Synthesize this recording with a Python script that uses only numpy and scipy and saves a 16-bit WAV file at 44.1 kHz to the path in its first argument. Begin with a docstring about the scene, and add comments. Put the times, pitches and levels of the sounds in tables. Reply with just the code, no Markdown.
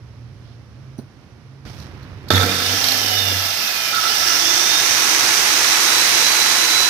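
"""In a workshop, an angle grinder with a bare diamond blade is slid over a steel bench and switched on.
It kicks and rattles, leaves the bench while coasting for a second, then runs up again near the microphone.
Shaped noise and hails of tiny impacts make the scrape, the chatter of gears and brushes, and the fan's rush.
Tones that follow the computed motor speed make hum and whine; resonances make bench and housing ring."""
import sys
import numpy as np
from scipy import signal
from scipy.fft import rfft, irfft
from scipy.io import wavfile
from scipy.ndimage import uniform_filter1d

SR = 44100
rng = np.random.default_rng(int(sys.argv[2]) if len(sys.argv) > 2 else 0)


def wav_out(sig):
    """Save sig, one row per channel (or a flat mono array), as 16-bit PCM at SR to the path in sys.argv[1]."""
    wavfile.write(sys.argv[1], SR, np.round(np.clip(np.atleast_2d(sig).T, -1, 1) * 32767).astype(np.int16))


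N = 303849
T = np.arange(N) / SR

# workshop rumble, level of its stronger band: t/s, level/dB
RUMBLE_LEVEL = [(0, -41.5), (1.3, -46), (2.3, -48.5), (3.6, -55), (4.3, -48), (6.89, -51.5)]
# low hums that come and go: t/s, length/s, start f/Hz, end f/Hz, level/dB
WORKSHOP_HUMS = [(0, .68, 121.2, 114, -42), (0.768, 0.31, 132.7, 135, -43), (1.403, 0.82, 133.4, 139, -45)]
# colour of the faint workshop air: f/Hz, left relative level/dB, right relative level/dB
ROOM_COLOUR = [(25.0, -37, -22), (60.0, -34, -16), (115.0, -23, -6.5), (202, -17, -10.5), (402, -27, -17),
               (700.0, -30, -24), (1300.0, -33, -26), (3500.0, -44.5, -36), (5700, -50.0, -35),
               (7000.0, -54, -48.5), (8500.0, -50.5, -70), (10900, -50, -58), (15000.0, -62, -68)]
# colour of the body scraping on the bench: f/Hz, left relative level/dB, right relative level/dB
SCRAPE_COLOUR = [(30.0, -25, -16), (80.0, 0, 4.5), (140.0, -13, -4.5), (300.0, -20, -13.5),
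                 (700.0, -28, -22.5), (1300.0, -29.5, -21.5), (3500.0, -33, -24), (5640, -44.1, -25),
                 (7200.0, -48.0, -41), (8600.0, -41, -55.3), (10900, -43.5, -45), (15000.0, -49, -48)]
# colour of the clicks: f/Hz, left relative level/dB, right relative level/dB
CLICK_COLOUR = [(300, -30, -32), (2000, -7, -37), (4120, -6, 13), (6140, -12, -1), (8740, -27, -12),
                (12700, 1, -12), (15000, -32, -12)]
# clicks of grit catching under the sliding body, of the switch, and of gear teeth clashing: t/s, level/dB, time
# to fall 60 dB/s
CLICK_TIMES = [(0.988, -51, .08), (1.8, -42, .03), (1.823, -47, .05), (2.029, -49, 0.074),
               (2.285, -33, 0.048), (2.304, -26, 0.021), (2.841, -14.5, 0.048), (2.885, -13.5, 0.05),
               (2.918, -15, .05), (2.94, -23, .04), (3.189, -27, 0.027), (3.948, -22, 0.064),
               (4.093, -22, .06)]
# knocks of the body on the bench: t/s, level/dB, time to fall 60 dB/s, low-pass f/Hz
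BENCH_KNOCKS = [(0.987, -25.5, 0.078, 219), (.99, -38, 0.081, 800), (1.014, -41, 0.14, 400),
                (2.305, -10.5, 0.051, 4970)]
# a small steel part jingles: f/Hz, width/Hz, relative level/dB
JINGLE_MODES = [(5900, 230, -2), (9460, 160, 2), (14700, 150, -4)]
# colour of contact with the bench: f/Hz, left relative level/dB, right relative level/dB
BENCH_COLOUR = [(39.8, -21, -12), (169, -6, 4), (337, -1, 3.5), (610, -7.5, 0), (1000.0, -9, -6.5),
                (1480, -3.5, 0), (2720, -20, -10.5), (5000, -26, -6), (7100, -21, -16),
                (8600.0, -22.5, -45), (12600, -16.5, -17), (15000.0, -22, -31)]
# resonances of bench top and loose tools: f/Hz, width/Hz, relative level/dB
BENCH_TOP_MODES = [(192, 34, 0.5), (270, 60, 4), (473, 55, 3.5), (710, 49, 0)]
# low gearbox resonances: f/Hz, width/Hz, relative level/dB
LOW_GEARBOX_MODES = [(1326, 52, 2), (1413, 59, -1)]
# high gearbox resonances: f/Hz, width/Hz, relative level/dB
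HIGH_GEARBOX_MODES = [(3410, 49, -3), (3640, 110, 5), (4400, 61, -10), (6000, 44, -21.5)]
# housing resonances that fan and gear tones sweep through: f/Hz, width/Hz, level/dB
HOUSING_MODES = [(2410, 210, -29.5), (2962, 166, -29.5), (3575, 280, -24.5)]
# colour of the fan's air: f/Hz, left relative level/dB, right relative level/dB
AIR_COLOUR = [(50.0, -24, -27), (130.0, -50, -23), (203, -19.5, -13), (387, -15, -4.5), (660, -14.5, -13),
              (830, -5.5, -3.5), (1390, -7.5, -1.5), (2350, -6, -1), (3100, -13, -5.5), (5000, -13.5, -2),
              (6270, -12.5, -2), (7070, -12.5, -9), (8500, -8.5, -21.5), (12500.0, -16, -16.5),
              (15100, -21.5, -31.5)]
# colour of the gears: f/Hz, left relative level/dB, right relative level/dB
GEAR_COLOUR = [(50.0, -23, -8), (180.0, -15, -15.5), (298, -14, -9.5), (550, -13.5, 0), (763, -5, 4.5),
               (1100, -16, -15.5), (1360, -3, 0.5), (2480, -7, -0.5), (3500, -9.5, 0.6), (5640, -11, 5.5),
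               (7280, -12.5, -14), (8160, -16, -28), (11300, -11, -12.5), (12900, -7, -12),
               (13900, -9.5, -12.5)]
# how the grinder is held: t/s, closeness/0-1, running noise at FREE_HZ level/dB
GRINDER_POSE = [(2.3, 0.4, -16.5), (3.2, 0.18, -17), (3.5, 0.22, -16.5), (3.9, 0.29, -14.5),
                (4.15, .28, -15), (4.6, 0.45, -17.5), (5.1, 0.71, -17), (6.23, 0.76, -17),
                (6.89, 0.75, -19)]
# power off, the blade coasts: start t/s, end t/s
COAST_TIMES = (2.832, 3.926)

ROOM_DB = -50
SWITCH_ON_S = 2.303
# armature: free turns a second and their creep as the grease warms, torque fall-off, drag time constant
FREE_HZ, CREEP_HZ_PER_S, TORQUE_FALL_HZ, DRAG_S = 328.52, 1.473, 83.77, 3.616
# blade turns, fan notes and gear notes per armature turn
SPINDLE_RATIO, FAN_BLADES, GEAR_ORDER = .395, 12, 15
LIFT_S, LIFT_TAKES_S = 3.36, 0.053
# the body is dragged from SLIDE_S until the switch is pressed
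SLIDE_S, SLIDE_DB, GRIT_DB, GRIT_HOLD_S = 1.65, -36.5, -53, 0.18
# lowest mode of the bench top, and the starting jolt that swings it
BENCH_HZ, BENCH_WIDTH_HZ = 94.9, 3.9
JOLT_ATTACK_S, JOLT_HOLD_S, JOLT_T60_S = 0.034, 0.082, 0.52
# vent whistle: pitch at rest, rise per turn a second, best speed, width of that range, level
VENT_HZ, VENT_RISE, VENT_BEST_HZ, VENT_RANGE_HZ, VENT_DB = 3000, 9.3, 290, 85, -24.5
# unbalance hum at FREE_HZ in the air, and the body resonance that the blade hum passes
HUM_DB, BODY_HZ, BODY_WIDTH_HZ, BODY_DB = -45, 342, 26, -37
# the fan's air passage resonates just above its full-speed note
DUCT_HZ, DUCT_WIDTH_HZ, DUCT_DB = 4038, 165, -21
RUN_DB_PER_HZ, SLACK_DB = 0.07, 0.26  # louder with speed, and while the teeth run slack
TOP_HZ = 15500  # top of what the microphone passes


def undb(db):
    """Turn decibels into gain."""
    return 10 ** (np.asarray(db) / 20)


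def curves(table):
    """Join the points of each table column by straight lines in time."""
    s, *columns = np.transpose(table)
    return [np.interp(T, s, column) for column in columns]


def unit(x):
    """Scale so that the mean of the channels has rms 1."""
    return x / np.std(np.atleast_2d(x).mean(axis=0))


def pan(db):
    """Channel gains for a left-minus-right level, with mean 1."""
    gains = undb(np.array([[db], [-db]]) / 2)
    return gains / gains.mean()


def gate(start, stop):
    """Open between two times, with 2 ms edges."""
    return np.clip(np.minimum(T - start, stop - T) / .002, 0, 1)


def walk(rate):
    """Smooth chance with spread 1 that changes about rate times a second."""
    k = max(int(SR / rate), 1)
    smooth = uniform_filter1d(rng.standard_normal(N), k, mode="wrap")
    return unit(uniform_filter1d(smooth, k, mode="wrap"))


def cut(x, hz, kind, order=2):
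    """Low-pass or high-pass filter."""
    return signal.sosfilt(signal.butter(order, min(hz, .45 * SR), kind, fs=SR, output="sos"), x)


def ring(x, hz, width):
    """One resonance: the nearer a sound is to its pitch, the more of it passes."""
    return signal.lfilter(*signal.iirpeak(hz, hz / width, fs=SR), x)


def modes(x, table):
    """A set of steep resonances, rms 1."""
    total = 0
    for hz, width, db in table:
        total = total + undb(db) * unit(ring(ring(x, hz, 0.75 * width), hz, 4 * width))
    return unit(total)


def response(hz, centre, width):
    """Gain of a steep resonance for a tone that sweeps through it."""
    return 1 / (1 + (2 * (hz - centre) / width) ** 2)


def colour(x, table):
    """Filter each channel to a table of levels, without sound before its cause."""
    hz, *sides = np.transpose(table)
    size = 4096
    log_hz = np.log(np.maximum(np.fft.rfftfreq(size, 1 / SR), 1))
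    levels = [np.interp(log_hz, np.log(hz), db) for db in sides]
    # folding the cepstrum forward in time makes the filter minimum-phase
    cepstrum = irfft(np.log(undb(levels)))
    cepstrum[:, 1:size // 2] *= 2
    cepstrum[:, size // 2 + 1:] = 0
    kernel = irfft(np.exp(rfft(cepstrum)))
    return signal.fftconvolve(x, kernel, axes=1)[:, :N]


def noise(apart_hz=1550, stray=0.28):
    """Noise at two close microphones: nearly alike in the bass, much less alike in the treble."""
    mid, side, low_side = rng.standard_normal((3, N))
    side = cut(side, apart_hz, "high", order=4) + stray * cut(low_side, apart_hz, "low", order=4)
    return mid + side * np.array([[1], [-1]])


def impacts(rate, scatter_db, t60):
    """Strength of a hail of tiny impacts of uneven size, rms 1; rate is hits a second."""
    hits = (rng.random(N) < rate / SR) * undb(scatter_db * rng.standard_normal(N)) ** 2
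    energy = signal.lfilter([1], [1, -undb(-120 / (t60 * SR))], hits)
    return np.sqrt(energy / energy.mean())


def blow(s, db, t60):
    """Loudness curve of one blow: sudden, then falling 60 dB in t60 seconds."""
    return undb(db - 60 * np.maximum(T - s, 0) / t60) * gate(s - .001, np.inf)


def swell(s, attack, hold, t60):
    """Loudness curve that rises, holds until hold seconds after its start and dies away."""
    return np.clip((T - s) / attack, 0, 1) * undb(-60 * np.maximum(T - s - hold, 0) / t60)


def clutter(x, echo_db, t60):
    """Bench top and tools scatter a short dense echo, which ripples the spectrum."""
    t = T[:SR // 10]
    echo = cut(noise()[:, :len(t)], 700, "high") * undb(-60 * t / t60) * (t > .002)
    echo *= undb(echo_db) / np.sqrt(np.sum(echo ** 2, axis=1, keepdims=True))
    return unit(x + signal.fftconvolve(x, echo, axes=1)[:, :N])


def workshop(fade_s=0.074):
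    """Background: resonant noise rumbles, sine tones hum and waver, filtered noise gives faint air."""
    murk = unit(ring(ring(noise(), 122.3, 25), 102, 52)) * pan(-5.0)
    rumble = unit(ring(ring(noise(), 79, 40), 74, 65)) * undb(-4) * pan(-4.0)
    air = unit(cut(colour(noise(), ROOM_COLOUR), 168, "high", order=4))
    air = air * undb(ROOM_DB + .5 * walk(6))
    hum = 0
    for s, length, start_hz, end_hz, db in WORKSHOP_HUMS:
        hz = np.interp(T, [s, s + length], [start_hz, end_hz])
        fade = np.clip(np.minimum(T - s, s + length - T) / fade_s + .5, 0, 1)
        tone = np.sqrt(2) * np.sin(2 * np.pi * np.cumsum(hz) / SR)
        hum = hum + tone * fade * undb(db)
    hum = hum * undb(1.1 * walk(12)) * pan(-3.0)
    return (murk + rumble) * undb(curves(RUMBLE_LEVEL)[0]) + hum + air


def handling(breakaway_db=-39, fine_grit_db=-61, rustle_db=-62):
    """The body knocks on the bench, breaks free and scrapes over grit; switch and gear teeth click."""
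    drag = colour(noise() * impacts(rate=2300, scatter_db=-1.0, t60=0.0076), SCRAPE_COLOUR)
    breakaway = undb(breakaway_db) * swell(SLIDE_S, .012, hold=0.011, t60=0.14)
    rumble = unit(cut(drag, 1740, "low")) * (undb(SLIDE_DB) + breakaway)
    grit_burst = undb(GRIT_DB) * swell(SLIDE_S, 0.0047, GRIT_HOLD_S, t60=0.27)
    grit = unit(cut(drag, 4200, "high", order=3)) * (undb(fine_grit_db) + grit_burst)
    rustle = unit(ring(ring(drag, 3800, 2500), 3800, 2500))
    rustle = rustle * undb(rustle_db) * swell(0.41, 0.027, hold=0.12, t60=.2)
    clicks = unit(colour(noise(), CLICK_COLOUR)) * sum(blow(*row) for row in CLICK_TIMES)
    knocks = 0
    for s, db, t60, hz in BENCH_KNOCKS:
        knocks = knocks + unit(cut(colour(noise(), BENCH_COLOUR), hz, "low")) * blow(s, db, t60)
    jingle = modes(noise(), JINGLE_MODES) * blow(0.98, db=-51, t60=0.15) * pan(3)
    return (rumble + grit) * gate(SLIDE_S, SWITCH_ON_S) + rustle + clicks + knocks + jingle


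def on_bench():
    """1 while the body lies on the bench, 0 once it is in the air."""
    return np.clip(1 - (T - LIFT_S) / LIFT_TAKES_S, 0, 1)


def bench(turn, jolt_db=-16.0, drone_db=-27, rattle_db=-19.5, tools_db=-31, shake_db=-41, idle_db=-48,
          taps_db=-41):
    """The jolt and the blade's unbalance swing the bench top; the body rattles and taps on it."""
    swing = 2 * np.pi * BENCH_HZ * (T - SWITCH_ON_S)
    spindle = SPINDLE_RATIO * turn
    jolt = np.sin(swing) * swell(SWITCH_ON_S, JOLT_ATTACK_S, JOLT_HOLD_S, JOLT_T60_S) * undb(jolt_db)
    # unbalance drives the bench hardest when the blade speed is near its resonance
    drone = ring(np.sin(spindle) * on_bench(), BENCH_HZ, BENCH_WIDTH_HZ)
    shake = np.abs(signal.hilbert(drone))
    # contact noise grows and shrinks with each swing
    contact = noise() * np.exp(0.68 * np.sin(swing)) * impacts(rate=1900, scatter_db=4.0, t60=0.015)
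    rattle = clutter(colour(contact, BENCH_COLOUR), echo_db=-2.5, t60=0.082)
    rattle = rattle * undb(rattle_db) * swell(SWITCH_ON_S, 0.0018, hold=0.11, t60=0.95)
    tools = undb(tools_db) * swell(SWITCH_ON_S, 0.099, hold=0.18, t60=0.63)
    tools = tools + undb(shake_db) * shake + undb(idle_db)
    # one tap in each turn of the blade
    taps = np.exp(30 * (np.cos(spindle + 0.16 * walk(60)) - 1)) * undb(5.4 * walk(85))
    taps = unit(cut(taps, 290, "high")) * undb(taps_db)
    boom = (modes(contact, BENCH_TOP_MODES) * tools + taps) * pan(-5.0)
    swinging = np.sqrt(2) * (jolt + drone * undb(drone_db)) * pan(-5.0)
    return (rattle + boom) * on_bench() + swinging


def motor():
    """Speed, and torque in dB over free running: torque falls as speed grows, and drag slows it."""
    step = .001
    times = np.arange(SWITCH_ON_S, T[-1], step)
    hz, rows = 0, []
    for s in times:
        free = FREE_HZ + CREEP_HZ_PER_S * (s - SWITCH_ON_S)
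        coasting = COAST_TIMES[0] < s < COAST_TIMES[1]
        torque = 0 if coasting else np.exp((free - hz) / TORQUE_FALL_HZ)
        hz += step * (torque * free - hz) / DRAG_S
        rows.append((s, hz, 20 * np.log10(max(torque, 1))))
    return curves(rows)


def mains_throb(depth):
    """Torque peaks twice in each mains cycle."""
    return 1 + np.clip(depth, 0, 1) * np.sin(2 * np.pi * 100 * T)


def gearbox(speed, torque_db, low_db=-40, high_db=-44, most_db=22, bench_db=-9, backlash_db=4,
            crossing_db=-36, crossing_width_hz=170, sing_db=-2):
    """Loaded teeth make the housing sing in its lowest mode; slack teeth and passing tones ring high ones."""
    load_db = np.minimum(torque_db, most_db)
    low = undb(low_db + 1.05 * load_db + bench_db * on_bench())
    strongest_hz = max(HIGH_GEARBOX_MODES, key=lambda mode: mode[2])[0]
    crossing = sum(response(order * speed, strongest_hz, crossing_width_hz)
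                   for order in (FAN_BLADES, GEAR_ORDER))
    high = undb(high_db + 1.02 * load_db + backlash_db * gate(*COAST_TIMES))
    high = high + undb(crossing_db) * crossing
    strikes = noise() * impacts(rate=700, scatter_db=-0.5, t60=0.0082) * mains_throb(0.71)
    sing_hz = LOW_GEARBOX_MODES[0][0] + 14 * walk(36.2)
    sing = np.sqrt(2) * np.sin(2 * np.pi * np.cumsum(sing_hz) / SR) * undb(sing_db)
    sing = sing * np.clip(load_db / 10, 0, 1)
    low_ring = (modes(strikes, LOW_GEARBOX_MODES) + sing) * low * pan(-20.0)
    return low_ring + modes(strikes, HIGH_GEARBOX_MODES) * high * pan(-8.5)


def vent(speed, bench_db=-3):
    """A broad whistle of air that rises with fan speed and speaks best a little below full speed."""
    hz = VENT_HZ + VENT_RISE * speed
    gain = undb(VENT_DB + bench_db * on_bench()) * response(speed, VENT_BEST_HZ, VENT_RANGE_HZ)
    # slow complex noise spreads the whistle around its pitch
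    eddies = rng.standard_normal((2, N)) + 1j * rng.standard_normal((2, N))
    eddies = cut(eddies, 490, "low")
    whistle = np.real(eddies * np.exp(2j * np.pi * np.cumsum(hz) / SR))
    return unit(whistle) * gain * pan(-19)


def housing(hz):
    """Gain that the housing's resonances give to a tone."""
    return sum(undb(db) * response(hz, centre, width) for centre, width, db in HOUSING_MODES)


def whine(speed, turn, torque_db, gear_db=-8, coast_gear_db=6, bench_db=9, bench_fan_db=3,
          load_damping=0.55, flutter_db=2.33, wobble=0.025):
    """Fan and gear tones swell at housing resonances; unbalance hums; all waver in the turbulent air."""
    fan_hz = FAN_BLADES * speed
    fan = housing(fan_hz) + undb(DUCT_DB) * response(fan_hz, DUCT_HZ, DUCT_WIDTH_HZ)
    fan = fan * undb(bench_fan_db * on_bench())  # the bench top, shaken by it, radiates it too
    gear = housing(GEAR_ORDER * speed) * undb(gear_db + coast_gear_db * gate(*COAST_TIMES))
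    damped = undb(-load_damping * torque_db)
    hum = undb(HUM_DB + bench_db * on_bench()) * (speed / FREE_HZ) ** 2.9
    blade_order = 3 * SPINDLE_RATIO
    blade = undb(BODY_DB) * response(blade_order * speed, BODY_HZ, BODY_WIDTH_HZ)
    blade = blade + hum * undb(-9) * on_bench()
    # multiple of the armature speed, gain
    lines = [(FAN_BLADES, fan * damped), (GEAR_ORDER, gear * damped), (1, hum), (3, hum), (blade_order, blade)]
    shaft = turn + wobble * walk(30)
    out = 0
    for multiple, gain in lines:
        tone = gain * undb(flutter_db * walk(19)) * np.sin(multiple * shaft)
        # each channel wavers on its own
        out = out + np.sqrt(2) * tone * (1 + 0.16 * np.array([walk(70), walk(78)]))
    return out * pan(-12.0)


def running(speed, turn):
    """Impact noise of gears and brushes chatters; the fan's air masks it more as the vents come close."""
    close, db = curves(GRINDER_POSE)
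    close = np.clip(close, 0, 1)
    teeth = noise() * impacts(rate=3000, scatter_db=2.0, t60=0.012) * (1 + 0.04 * np.sin(turn))
    gears = clutter(colour(teeth, GEAR_COLOUR), echo_db=-3, t60=0.029)
    # unloaded teeth sizzle in their backlash while the blade coasts
    sizzle = unit(ring(ring(teeth, 13100, 2400), 12600, 3200))
    gears = gears + sizzle * gate(*COAST_TIMES) * undb(-16.5) * pan(3)
    rush = noise(apart_hz=1620) * impacts(rate=7000, scatter_db=1.0, t60=0.0044)
    air = clutter(colour(rush, AIR_COLOUR), echo_db=-12, t60=.06)
    mix = np.sqrt(1 - close) * gears + np.sqrt(close) * air
    level_db = db + RUN_DB_PER_HZ * (speed - FREE_HZ) + SLACK_DB * gate(*COAST_TIMES)
    return mix * undb(level_db) * mains_throb(0.013)


def scene():
    """The workshop, the handling, and the grinder whose sounds follow one motor speed."""
    speed, torque_db = motor()
    turn = 2 * np.pi * np.cumsum(speed) / SR
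    grinder = bench(turn) + gearbox(speed, torque_db) + vent(speed)
    grinder = grinder + whine(speed, turn, torque_db) + running(speed, turn)
    return workshop() + handling() + grinder * gate(SWITCH_ON_S, np.inf)


def record(dry):
    """The left port hears slightly later; the microphone drops deep bass, clips at full scale, cuts the top."""
    lag = 4  # samples
    ports = np.array([np.pad(dry[0], (lag, 0))[:N], dry[1]])
    clipped = np.clip(cut(ports, 52, "high"), -1, 1)
    return signal.sosfilt(signal.ellip(10, .2, 80, TOP_HZ, fs=SR, output="sos"), clipped)


dry = scene()
out = record(dry)
wav_out(out)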